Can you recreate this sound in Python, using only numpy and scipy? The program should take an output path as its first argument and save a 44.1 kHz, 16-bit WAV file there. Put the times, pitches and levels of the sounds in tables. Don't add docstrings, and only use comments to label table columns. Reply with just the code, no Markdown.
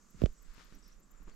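import sys
import numpy as np
from scipy import signal
from scipy.fft import rfft, irfft, next_fast_len
from scipy.io import wavfile
from scipy.ndimage import map_coordinates

SR = 44100
rng = np.random.default_rng(int(sys.argv[2]) if len(sys.argv) > 2 else 0)


def store_pcm(level_fs):
    pcm = np.round(np.clip(level_fs, -1, 1) * 32767).astype(np.int16)
    wavfile.write(sys.argv[1], SR, np.atleast_2d(pcm).T)


N = 59535
TIME_S = np.arange(N) / SR


def amp(db):
    return 10 ** (np.asarray(db) / 20)


def unit_rms(x):
    return x / np.sqrt(np.mean(x ** 2) + 1e-20)


def curve_at(points, hz):
    knots_hz, values = np.transpose(points)
    return np.interp(np.log(hz + 1), np.log(knots_hz + 1), values)


def tilted(points, db_per_oct, pivot_hz=1500):
    return [(hz, db + db_per_oct * np.log2(hz / pivot_hz)) for hz, db in points]


def filtered(x, response):
    size = next_fast_len(N + SR // 2)
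    return irfft(rfft(x, size) * response(np.fft.rfftfreq(size, 1 / SR)), size)[..., :N]


def coloured(x, points):
    return filtered(x, lambda hz: unit_rms(amp(curve_at(points, hz))))


def pan(db):
    half_db = np.atleast_1d(db) / 2
    gains = amp([half_db, -half_db])
    return gains / np.sqrt(np.mean(gains ** 2, axis=0))


def stereo_noise(corr):
    noise = rng.standard_normal((3, N))
    return np.sqrt(corr) * noise[0] + np.sqrt(1 - corr) * noise[1:]


def coloured_noise(points, corr):
    return unit_rms(coloured(stereo_noise(corr), points))


def wobble(knots_per_s):
    knots = rng.standard_normal(int(N * knots_per_s / SR) + 4)
    return map_coordinates(knots, [TIME_S * knots_per_s])


def fader(points):
    return amp(np.interp(TIME_S, *np.transpose(points)))


def decay(start_s, t60_s):
    age_s = TIME_S - start_s
    return (age_s >= 0) * amp(-60 * np.maximum(age_s, 0) / t60_s)


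def swell(peak_s, db, rise_s, fall_s, pan_db):
    t = TIME_S - peak_s
    return amp(db) * pan(pan_db) * np.exp(-np.maximum(-t / rise_s, t / fall_s))


def burst(start_s, t60_s, corr):
    envelope = decay(start_s, t60_s)
    noise = envelope * stereo_noise(corr)
    energy = np.sum(noise ** 2, axis=1, keepdims=True)
    return noise * np.sqrt(np.sum(envelope ** 2) / (energy + 1e-20))


# (frequency [Hz], gain [dB])
AIR_SPECTRUM = [(20, -4), (45, -12), (85, -39), (130, -9.5), (190, -2), (300, -11), (500, -14.5),
                (800, -22), (1150, -14), (2000, -23.5), (3500, -29.5), (5000, -32), (7200, -34),
                (9800, -44.5), (12500, -31), (15500, -56)]
# (frequency [Hz], pan [dB])
AIR_PAN = [(100, -2), (400, -10), (1200, -1.5), (8000, 2), (13000, 11.5)]

def outdoor_air(level_db=-69, waver_db=0.65):
    noise = coloured_noise(AIR_SPECTRUM, corr=0.62)
    bed = filtered(noise, lambda hz: pan(curve_at(AIR_PAN, hz)))
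    return bed * amp(level_db + waver_db * wobble(knots_per_s=8.4))


# (time [s], level [dB])
INSECT_LEVELS = [(0, -72.5), (.2, -70.5), (.45, -73), (.85, -76), (1.05, -77.5), (1.35, -75.5)]
# (frequency [Hz], gain [dB])
INSECT_SPECTRUM = [(3000, -27), (4800, -10.5), (6200, -3.5), (7300, -1), (8300, -11.5), (9500, -19),
                   (12000, -26)]

def insects():
    return fader(INSECT_LEVELS) * coloured_noise(INSECT_SPECTRUM, corr=0.58)


# (time [s], length [s], start pitch [Hz], end pitch [Hz], level [dB])
CHIRPS = [(.01, .035, 6040, 6850, -71.5), (.315, .02, 7160, 7270, -73.5), (0.343, 0.061, 5950, 5660, -73.5),
          (.372, 0.031, 7500, 7800, -68), (0.422, 0.056, 8030, 7450, -72), (0.733, 0.03, 5850, 5640, -66),
          (.778, 0.027, 8000, 7800, -71.5), (0.821, .018, 5790, 5290, -65), (0.83, 0.022, 7970, 7900, -70),
          (0.842, 0.012, 5830, 5500, -63.5), (0.854, 0.019, 5400, 5440, -63),
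          (0.871, 0.022, 5840, 5350, -65.5), (0.833, 0.022, 4820, 5000, -69),
          (0.916, 0.019, 5600, 5970, -63.5), (.955, 0.073, 7150, 6810, -79),
          (1.015, 0.041, 7280, 7700, -69), (1.103, 0.029, 7310, 7340, -69),
          (1.165, 0.03, 7100, 7130, -67.5), (1.271, 0.038, 6900, 7200, -70),
          (1.313, .024, 4570, 4580, -72.5)]

def chirps(rasp_hz=190, echo_gain=0.45):
    direct = np.zeros(N)
    for start_s, length_s, start_hz, end_hz, db in CHIRPS:
        progress = np.clip((TIME_S - start_s) / length_s, 0, 1)
        hz = start_hz + (end_hz - start_hz) * progress + rasp_hz * wobble(knots_per_s=1100)
        direct += amp(db) * np.sin(np.pi * progress) * np.sin(2 * np.pi * np.cumsum(hz) / SR)
    trees_ir = decay(0, t60_s=0.12) * stereo_noise(corr=0.7)
    trees_ir /= np.linalg.norm(trees_ir[0])
    return direct + echo_gain * signal.fftconvolve(direct[None], trees_ir, axes=1)[:, :N]


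# (time [s], level [dB])
BUFFET_LEVELS = [(0, -71.5), (.1, -67), (.18, -51.5), (.3, -40.5), (0.359, -62), (.49, -51.5), (.59, -53),
                 (.68, -60.5), (.76, -55.5), (.92, -54.5), (1.06, -64), (1.18, -57), (1.239, -48.5),
                 (1.35, -48.5)]
# (frequency [Hz], gain [dB])
BUFFET_SPECTRUM = [(12, 1.5), (25, 7), (45, 0.5), (70, -26), (110, -32), (300, -85)]

def mic_buffet():
    return fader(BUFFET_LEVELS) * coloured_noise(BUFFET_SPECTRUM, corr=0.75) * pan(db=-8.5)


# (time [s], level [dB])
TICKS = [(.1030, -58), (.2198, -54), (.3262, -63), (.4222, -57), (.5387, -58), (.6462, -60.5), (.7505, -59),
         (.8790, -59), (1.0010, -61), (1.1108, -58.5), (1.2312, -59.5), (1.3435, -59)]
# (frequency [Hz], gain [dB])
TICK_SPECTRUM = [(5000, -48), (11000, -12.5), (12100, 5.5), (13500, -3), (15800, -10)]

def lens_ticks(gap_s=0.0066, t60_s=0.005):
    ticks = np.zeros((2, N))
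    for start_s, db in TICKS:
        ticks += amp(db) * (burst(start_s, t60_s, corr=0.68) + burst(start_s + gap_s, t60_s, corr=0.74))
    return pan(db=14) * coloured(ticks, TICK_SPECTRUM)


# (peak time [s], level [dB], rise [s], fall [s], pan [dB])
THUDS = [(0.26, -48.5, 0.04, 0.021, -4.5), (0.589, -67.5, 0.02, 0.054, -5), (0.75, -60, 0.022, 0.037, -2.5),
         (0.871, -65.5, 0.026, 0.0097, -5), (0.984, -68.5, 0.028, 0.09, 1), (1.207, -66.5, 0.01, 0.082, -8),
         (1.28, -58, 0.0086, 0.03, -3)]
# (frequency [Hz], gain [dB])
THUD_SPECTRUM = [(40, -8), (100, -9.5), (170, 6.5), (300, 1), (600, -13.5), (900, -20.5), (2500, -64)]

def ground_thuds():
    power = sum(swell(*thud) ** 2 for thud in THUDS)
    return np.sqrt(power) * coloured_noise(THUD_SPECTRUM, corr=0.72)


# (peak time [s], level [dB], rise [s], fall [s], pan [dB], tilt [dB/oct])
SCUFFS = [(0.224, -57.5, 0.036, 0.036, 2, -0.5), (0.6, -60, 0.095, 0.09, 6.5, -0.5),
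          (.735, -68, 0.06, 0.063, 1, 1), (.895, -68, 0.076, 0.063, 4, 1.5),
          (1.145, -68.5, 0.039, 0.06, 20, -6), (1.216, -67.5, 0.036, .04, 7, -6),
          (1.286, -61.5, 0.021, 0.047, 2.5, -5)]
# (frequency [Hz], gain [dB])
GRAVEL_SPECTRUM = [(150, -13), (400, -6.5), (800, -10), (1250, 3), (2000, -0.5), (3000, -5), (5000, -4.5),
                   (7500, -11.5), (9500, -19.5), (12500, -21), (15500, -37)]

def gravel_scuffs(contacts_per_s=1800, spread_db=3.5, grit_share=0.55, corr=0.37):
    out = np.zeros((2, N))
    for *shape, db_per_oct in SCUFFS:
        contacts = rng.random(N) < contacts_per_s / SR
        strength = amp(spread_db * np.minimum(rng.exponential(size=N), 3))
        grains = unit_rms(contacts * strength * stereo_noise(corr))
        crunch = np.sqrt(1 - grit_share) * grains + np.sqrt(grit_share) * stereo_noise(corr)
        out += swell(*shape) * unit_rms(coloured(crunch, tilted(GRAVEL_SPECTRUM, db_per_oct)))
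    return out


# (time [s], pre-EQ level [dB], pan [dB], tilt [dB/oct])
SNAPS = [(0.2188, -12, -1, -3), (0.238, -20.5, -3, 2.5), (.2596, -5.5, 2.5, 0), (0.3242, -41, -4, 4.5),
         (.5640, -27.5, 6, -6), (0.581, -20, 8, -8), (.6090, -20.5, 7, -5.5), (.7250, -27.5, 6, -10.5),
         (1.2750, -30, 1, -11), (1.2805, -25.5, 11, -13), (1.2975, -34, 10, 6.5)]
# (frequency [Hz], gain [dB])
SNAP_EQ = [(200, -23), (800, -17.5), (1100, -5.5), (1900, -14.5), (2950, -5.5), (4200, -18), (7500, -22),
           (9500, -47), (15000, -56)]

def stone_snaps(crumble_db=0.5, echo_db=-4):
    out = np.zeros((2, N))
    for start_s, db, pan_db, db_per_oct in SNAPS:
        click = np.arange(N) == round(start_s * SR)
        crumble = amp(crumble_db) * unit_rms(burst(start_s, t60_s=0.0057, corr=0.61))
        echo = amp(echo_db) * unit_rms(burst(start_s, t60_s=0.016, corr=0.27))
        snap = click + (crumble + echo) / np.sqrt(N)
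        eq = tilted(SNAP_EQ, db_per_oct)
        out += amp(db) * pan(pan_db) * filtered(snap, lambda hz: amp(curve_at(eq, hz)))
    return out


# (time [s], pre-EQ level [dB], start pitch [Hz], glide [s], t60 [s])
JOLTS = [(0.1455, -45.5, 273, 0.01, 0.1), (0.219, -19.5, 528, 0.004, 0.052),
         (.2377, -12, 492, 0.0025, 0.08), (.2596, -24, 666, 0.0047, 0.028)]
# (frequency [Hz], gain [dB])
JOLT_EQ = [(20, 1), (60, 3), (150, 1), (300, -4.5), (620, 1.5), (800, -11), (1100, -50), (2000, -49)]
# (frequency [Hz], pan [dB])
JOLT_PAN = [(40, -16), (130, -20.5), (260, -13.5), (550, -18.5), (900, -10)]

def camera_jolts(rest_hz=43, attack_s=0.00017, left_lead_s=0.00073):
    knocks = np.zeros(N)
    for start_s, db, start_hz, glide_s, t60_s in JOLTS:
        age_s = np.maximum(TIME_S - start_s, 0)
        cycles = rest_hz * age_s + (start_hz - rest_hz) * glide_s * (1 - np.exp(-age_s / glide_s))
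        envelope = decay(start_s, t60_s) * (1 - np.exp(-age_s / attack_s))
        knocks += amp(db) * envelope * np.sin(2 * np.pi * cycles)

    def body_response(hz):
        lead = np.exp(2j * np.pi * hz * np.array([[left_lead_s], [0]]))
        return amp(curve_at(JOLT_EQ, hz)) * pan(curve_at(JOLT_PAN, hz)) * lead

    return filtered(knocks, body_response)


def scene():
    background = outdoor_air() + insects() + chirps() + mic_buffet() + lens_ticks()
    return background + ground_thuds() + gravel_scuffs() + stone_snaps() + camera_jolts()


def record(dry):
    cutoff_hz = 15900
    return filtered(dry, lambda hz: hz < cutoff_hz)


dry = scene()
out = record(dry)
store_pcm(out)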